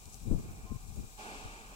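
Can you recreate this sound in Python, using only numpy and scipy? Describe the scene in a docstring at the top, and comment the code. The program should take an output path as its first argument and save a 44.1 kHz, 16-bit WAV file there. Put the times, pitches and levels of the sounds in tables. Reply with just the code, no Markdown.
"""A steady hiss, strongest on the left, spits twice early on while wind thumps, mostly at the left port.
The hiss is steam leaking from a locomotive that stands in a railway yard: noise with faint whistles.
Steam sighs through a resonant exhaust pipe, then one soft chuff drives it harder and starts to fade.
Gusts are low noise at each of two microphone ports; pipework rings briefly over a low drone of the yard."""
import sys
import numpy as np
from scipy.fft import rfft, irfft
from scipy.io import wavfile

SR = 44100
rng = np.random.default_rng(int(sys.argv[2]) if len(sys.argv) > 2 else 0)


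def wrap_up_sound(samples):
    """Save the sound to the file named by the first command line argument, as 16-bit audio."""
    columns = np.atleast_2d(samples).T
    # keep every value between -1 and 1, then stretch to whole-number steps
    tamed = np.clip(columns, -1, 1)
    steps = np.round(tamed * 32767).astype(np.int16)
    wavfile.write(sys.argv[1], SR, steps)


N = 77175  # length in samples, 1.75 s
CHUFF_S = 1.166  # start of the chuff, in seconds


def undb(db):
    """Turn decibels into a plain multiplier."""
    return 10 ** (np.asarray(db) / 20)


def times():
    """Time of every sample, in seconds."""
    return np.arange(N) / SR


def freqs():
    """Frequencies of the spectrum in Hz, kept at 1 or more so that logarithms work."""
    return np.maximum(np.arange(N // 2 + 1) * SR / N, 1)


def curve(table, column=1):
    """A column of a table, joined by straight lines on a log-frequency axis."""
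    table = np.array(table, float)
    return np.interp(np.log(freqs()), np.log(table[:, 0]), table[:, column])


def course(table):
    """A control joined by straight lines in time."""
    return np.interp(times(), *np.array(table, float).T)


def noise():
    """Spectrum of white noise at 0 dB per Hz."""
    return rfft(rng.standard_normal(N)) * np.sqrt(SR / 2)


def peak(hz, width):
    """Shape of one resonance: 1 at its centre, one half at half the width to either side."""
    return 1 / (1 + (2 * (freqs() - hz) / width) ** 2)


def walk(rate):
    """Smooth random wander with a spread of 1; a higher rate (Hz) wanders faster."""
    wander = irfft(noise() * np.exp(-(freqs() / rate) ** 2), N)
    return (wander - wander.mean()) / wander.std()


def swell(at, half):
    """A bell-shaped rise and fall around a moment, both in seconds."""
    return np.exp(-0.5 * ((times() - at) / half) ** 2)


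def spray(table, colour=1):
    """Turbulent steam: separate noise at the left and right ports, coloured by columns 1 and 2."""
    ports = []
    for column in (1, 2):
        spectrum = noise() * colour * undb(curve(table, column))
        ports.append(irfft(spectrum, N))
    return np.array(ports)


def from_left(gain):
    """Noise of the given colour that reaches the left port first, partly scattered by the yard."""
    # How the right port hears the pipe. Each row: frequency in Hz, level in dB over the left port.
    right_colour = [(450, -0.5), (620, 7), (800, 9.5), (1050, 1), (1900, 0.5), (2350, 6), (2800, -2.5),
                    (4000, -3), (7000, -26)]
    # Sound that arrives scattered. Each row: frequency in Hz, share of the power from 0 to 1.
    scatter = [(400, .06), (1000, 0.24), (1500, 0.15), (1750, 0.06), (2000, 0), (2600, 0.37), (3500, 0.94)]
    lag_s, lag_from_hz, lag_full_hz = 0.0003, 530, 1377  # the bass has no lag
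    f, direct = freqs(), noise()
    share = np.clip(curve(scatter), 0, 1)
    lag = lag_s * np.clip((f - lag_from_hz) / (lag_full_hz - lag_from_hz), 0, 1)
    right = undb(curve(right_colour)) * np.exp(-2j * np.pi * f * lag)  # turning the phase delays it
    ports = []
    for port in (1, right):
        mix = np.sqrt(1 - share) * direct + np.sqrt(share) * noise()
        ports.append(irfft(gain * port * mix, N))
    return np.array(ports)


def yard():
    """A low drone, the same at both ports: noise through one narrow resonance."""
    drone_hz, width_hz, drone_db = 40.86, 9.2, -64.5  # level in dB per Hz at the centre
    return irfft(noise() * peak(drone_hz, width_hz), N) * undb(drone_db)


def wind(port):
    """Eddies at one port (0 left, 1 right): the harder the gust, the smaller and higher they get."""
    # Wind gusts. Each row: middle in seconds, half length in seconds, left level in dB, right level in dB.
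    gusts = [(0.078, .012, -41, -73), (0.16, 0.023, -47, -69), (0.242, 0.023, -39.5, -54.5),
             (0.277, 0.011, -30, -50), (0.315, 0.0078, -28.5, -45), (.328, 0.029, -24, -37.5),
             (0.362, 0.0078, -41, -40), (0.393, 0.014, -33, -40), (0.449, 0.022, -42.5, -42.5),
             (0.502, 0.016, -37, -45.5), (0.556, 0.045, -47, -47), (0.653, 0.015, -40, -49),
             (0.719, 0.0098, -28.5, -46), (0.751, 0.013, -36, -53), (0.909, 0.074, -43.5, -59.5),
             (0.973, 0.0082, -32, -47), (0.999, 0.0095, -34, -43.5), (1.029, 0.036, -42, -49.5),
             (1.39, 0.019, -47.5, -68), (1.457, 0.016, -41.5, -54)]
    breeze_db = (-56, -58)[port]  # the wind between gusts
    corner_at_35_hz = (166.6, 356)[port]  # where the treble starts to fall, for a force of -35 dB
    db_per_octave = 24.5  # extra force that raises the corner by an octave
    tilt_db, steepness = 4.0, 5.32  # tilt in dB per tenfold frequency; power of the treble fall

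    power = undb(breeze_db) ** 2
    for row in gusts:
        power = power + (undb(row[2 + port]) * swell(row[0], row[1])) ** 2
    force = np.sqrt(power)
    corner = corner_at_35_hz * 2 ** ((20 * np.log10(force) + 35) / db_per_octave)

    # Half-octave bands let the colour follow the force from moment to moment.
    centres = 22 * 2 ** np.arange(0, 6.5, 0.5)
    eddies, eddy_power = 0, 0
    for hz in centres:
        band = irfft(noise() * np.exp(-(2 * np.log2(freqs() / hz)) ** 2), N)
        tilt = undb(tilt_db * np.log10(hz / centres[0]))
        gain = tilt / np.sqrt(1 + (hz / corner) ** steepness)
        eddies = eddies + gain * band / band.std()
        eddy_power = eddy_power + gain ** 2
    return force * eddies / np.sqrt(eddy_power)


def pipework():
    """Two narrow resonances, fed with noise, sing faintly for a moment."""
    # Ringing pipework. Each row: frequency in Hz, width in Hz, level in dB per Hz at the height of the ring.
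    ring = [(1048, 7.7, -68), (1197, 14, -80.5)]
    colour = sum(undb(db) * peak(hz, width) for hz, width, db in ring)
    return from_left(colour) * swell(at=0.71, half=0.036)


def patchy(sound, db):
    """Each half octave of the treble wavers on its own, alike at both ports."""
    octave = np.clip(np.log2(freqs() / 2000), 0, 3)  # octaves above 2000 Hz
    spectrum = rfft(sound)
    total = 0
    for k in range(7):
        band_shape = np.maximum(1 - abs(2 * octave - k), 0)  # overlapping triangles
        total = total + irfft(spectrum * band_shape, N) * undb(db * walk(23))
    return total


def leak():
    """Steam forced through a gap: a steady, faintly whistling hiss that wavers and spits."""
    # Leaking steam before whistles and wavering. Each row: frequency in Hz, left and right in dB per Hz.
    hiss = [(2000, -124, -126), (2450, -104, -107), (3200, -101, -105), (4000, -100.5, -102),
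            (4980, -99, -104), (5130, -98, -100), (5740, -97, -99), (7030, -92.5, -105), (7800, -94, -105),
            (7730, -92.5, -103), (8900, -98, -103), (9830, -100, -104), (13200, -104, -110),
            (14600, -101, -107), (16800, -102, -108)]
    # Resonances of the leak. Each row: frequency in Hz, width in Hz, lift in dB.
    whistles = [(3850, 160, 3.5), (7720, 200, 6), (11300, 640, 1)]
    # Slow changes of the hiss. Each row: time in seconds, level change in dB.
    hiss_level = [(0, 0.5), (.3, 1), (.66, -1.5), (.92, 1), (1.15, 1), (1.45, -4), (1.75, -1)]
    # Spits of water in the leak. Each row: middle in seconds, half length in seconds, dB over the plain hiss.
    spit_times = [(0.057, 0.00096, 13), (0.126, 0.0037, 2), (0.136, 0.0054, 7.5), (0.1444, 0.001, 17.5),
                  (0.152, 0.003, 3)]
    patchy_db, flicker_db = 0.86, 0.52
    spit_hz, spit_octaves = 6460, 0.66  # centre and spread of the spits

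    flow = undb(course(hiss_level) + flicker_db * walk(60))
    whistle = undb(sum(db * peak(hz, width) for hz, width, db in whistles))
    steady = patchy(spray(hiss, whistle), patchy_db) * flow
    bursts = sum(undb(db) * swell(at, half) for at, half, db in spit_times)
    focus = np.exp(-0.5 * (np.log2(freqs() / spit_hz) / spit_octaves) ** 2)
    return steady + spray(hiss, focus) * bursts


def chuff(attack, hold, fade_db):
    """Flow after the valve opens: rise and hold in seconds, then a fade in dB per second."""
    t = times() - CHUFF_S
    rise = np.clip(t / attack, 0, 1)
    return rise * undb(-fade_db * np.maximum(t - attack - hold, 0))


def hollow():
    """The chuff's hollow note: narrow resonances of the pipe that glide upward as it fades."""
    # Each row: frequency at the chuff's start in Hz, width in Hz, right-port rms level in dB at full flow.
    notes = [(786, 37, -60.5), (841, 14, -58)]
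    rise_hz_per_s = 200.4
    t, tone = times() - CHUFF_S, 0
    for hz, width, db in notes:
        phase = 2 * np.pi * np.cumsum(hz + rise_hz_per_s * t) / SR
        # Two random wanders on a cosine and a sine make a narrow band of noise.
        tone = tone + undb(db) * (walk(width) * np.cos(phase) + walk(width) * np.sin(phase))
    balance = undb([[-6], [0]])  # left, right in dB
    return balance * tone * chuff(attack=0.019, hold=0.18, fade_db=31)


def jet():
    """The bright jet at the valve that opens the chuff."""
    # Jet before its lift. Each row: frequency in Hz, left level and right level in dB per Hz.
    jet_colour = [(1950, -118, -118), (2570, -85, -100), (3440, -91.5, -93.5), (5600, -94.5, -97.5),
                  (7740, -90.5, -102), (9600, -101, -102), (12400, -107, -114), (16000, -110, -118)]
    lift_db = 2
    return spray(jet_colour) * undb(lift_db) * chuff(attack=0.022, hold=0.19, fade_db=25.5)


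def exhaust():
    """Steam idles through the resonant pipe; the chuff drives it harder and adds a bright jet."""
    # Steam in the pipe before resonances and flow. Each row: frequency in Hz, level in dB per Hz.
    pipe = [(100, -102), (200, -81), (330, -85), (520, -88), (1000, -85), (1600, -83), (1850, -87.5),
            (2030, -90.5), (2300, -87), (2600, -87.5), (3400, -99), (5000, -103.5), (9000, -106),
            (16000, -118)]
    # Pipe resonances. Each row: frequency in Hz, width in Hz, lift in dB.
    pipe_modes = [(207, 120, 4), (295, 26, 3), (427, 75, 11.5), (752, 17, 10), (817, 10.6, 4.5),
                  (856, 49, 1.5), (1063, 19, 7), (1188, 37, 6.5), (2402, 55, 7), (2660, 74, 1.5),
                  (2710, 14, 7)]
    # Idling steam before flutter. Each row: time in seconds, flow in dB.
    idle = [(0, -14.5), (.3, -14.5), (.5, -10), (.63, -12.5), (.68, -9), (.75, -13), (.9, -13.5),
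            (1.15, -14), (1.75, -11.5)]
    chuff_db, flutter_db = -0.5, 0.91

    resonances = sum(db * peak(hz, width) for hz, width, db in pipe_modes)
    body = undb(curve(pipe) + resonances)
    blow = undb(chuff_db) * chuff(attack=0.053, hold=0.081, fade_db=22.5)
    flow = np.hypot(undb(course(idle)), blow)  # the two add as power
    flutter = undb(flutter_db * walk(25))
    return from_left(body) * flow * flutter + hollow() + jet()


def scene():
    """All the sources together, left and right."""
    gusty_wind = np.array([wind(port=0), wind(port=1)])
    return yard() + gusty_wind + pipework() + leak() + exhaust()


def record(dry):
    """The recorder cuts the top sharply at 15800 Hz."""
    top_hz = 15800
    return irfft(rfft(dry) / np.sqrt(1 + (freqs() / top_hz) ** 400), N)


dry = scene()
out = record(dry)
wrap_up_sound(out)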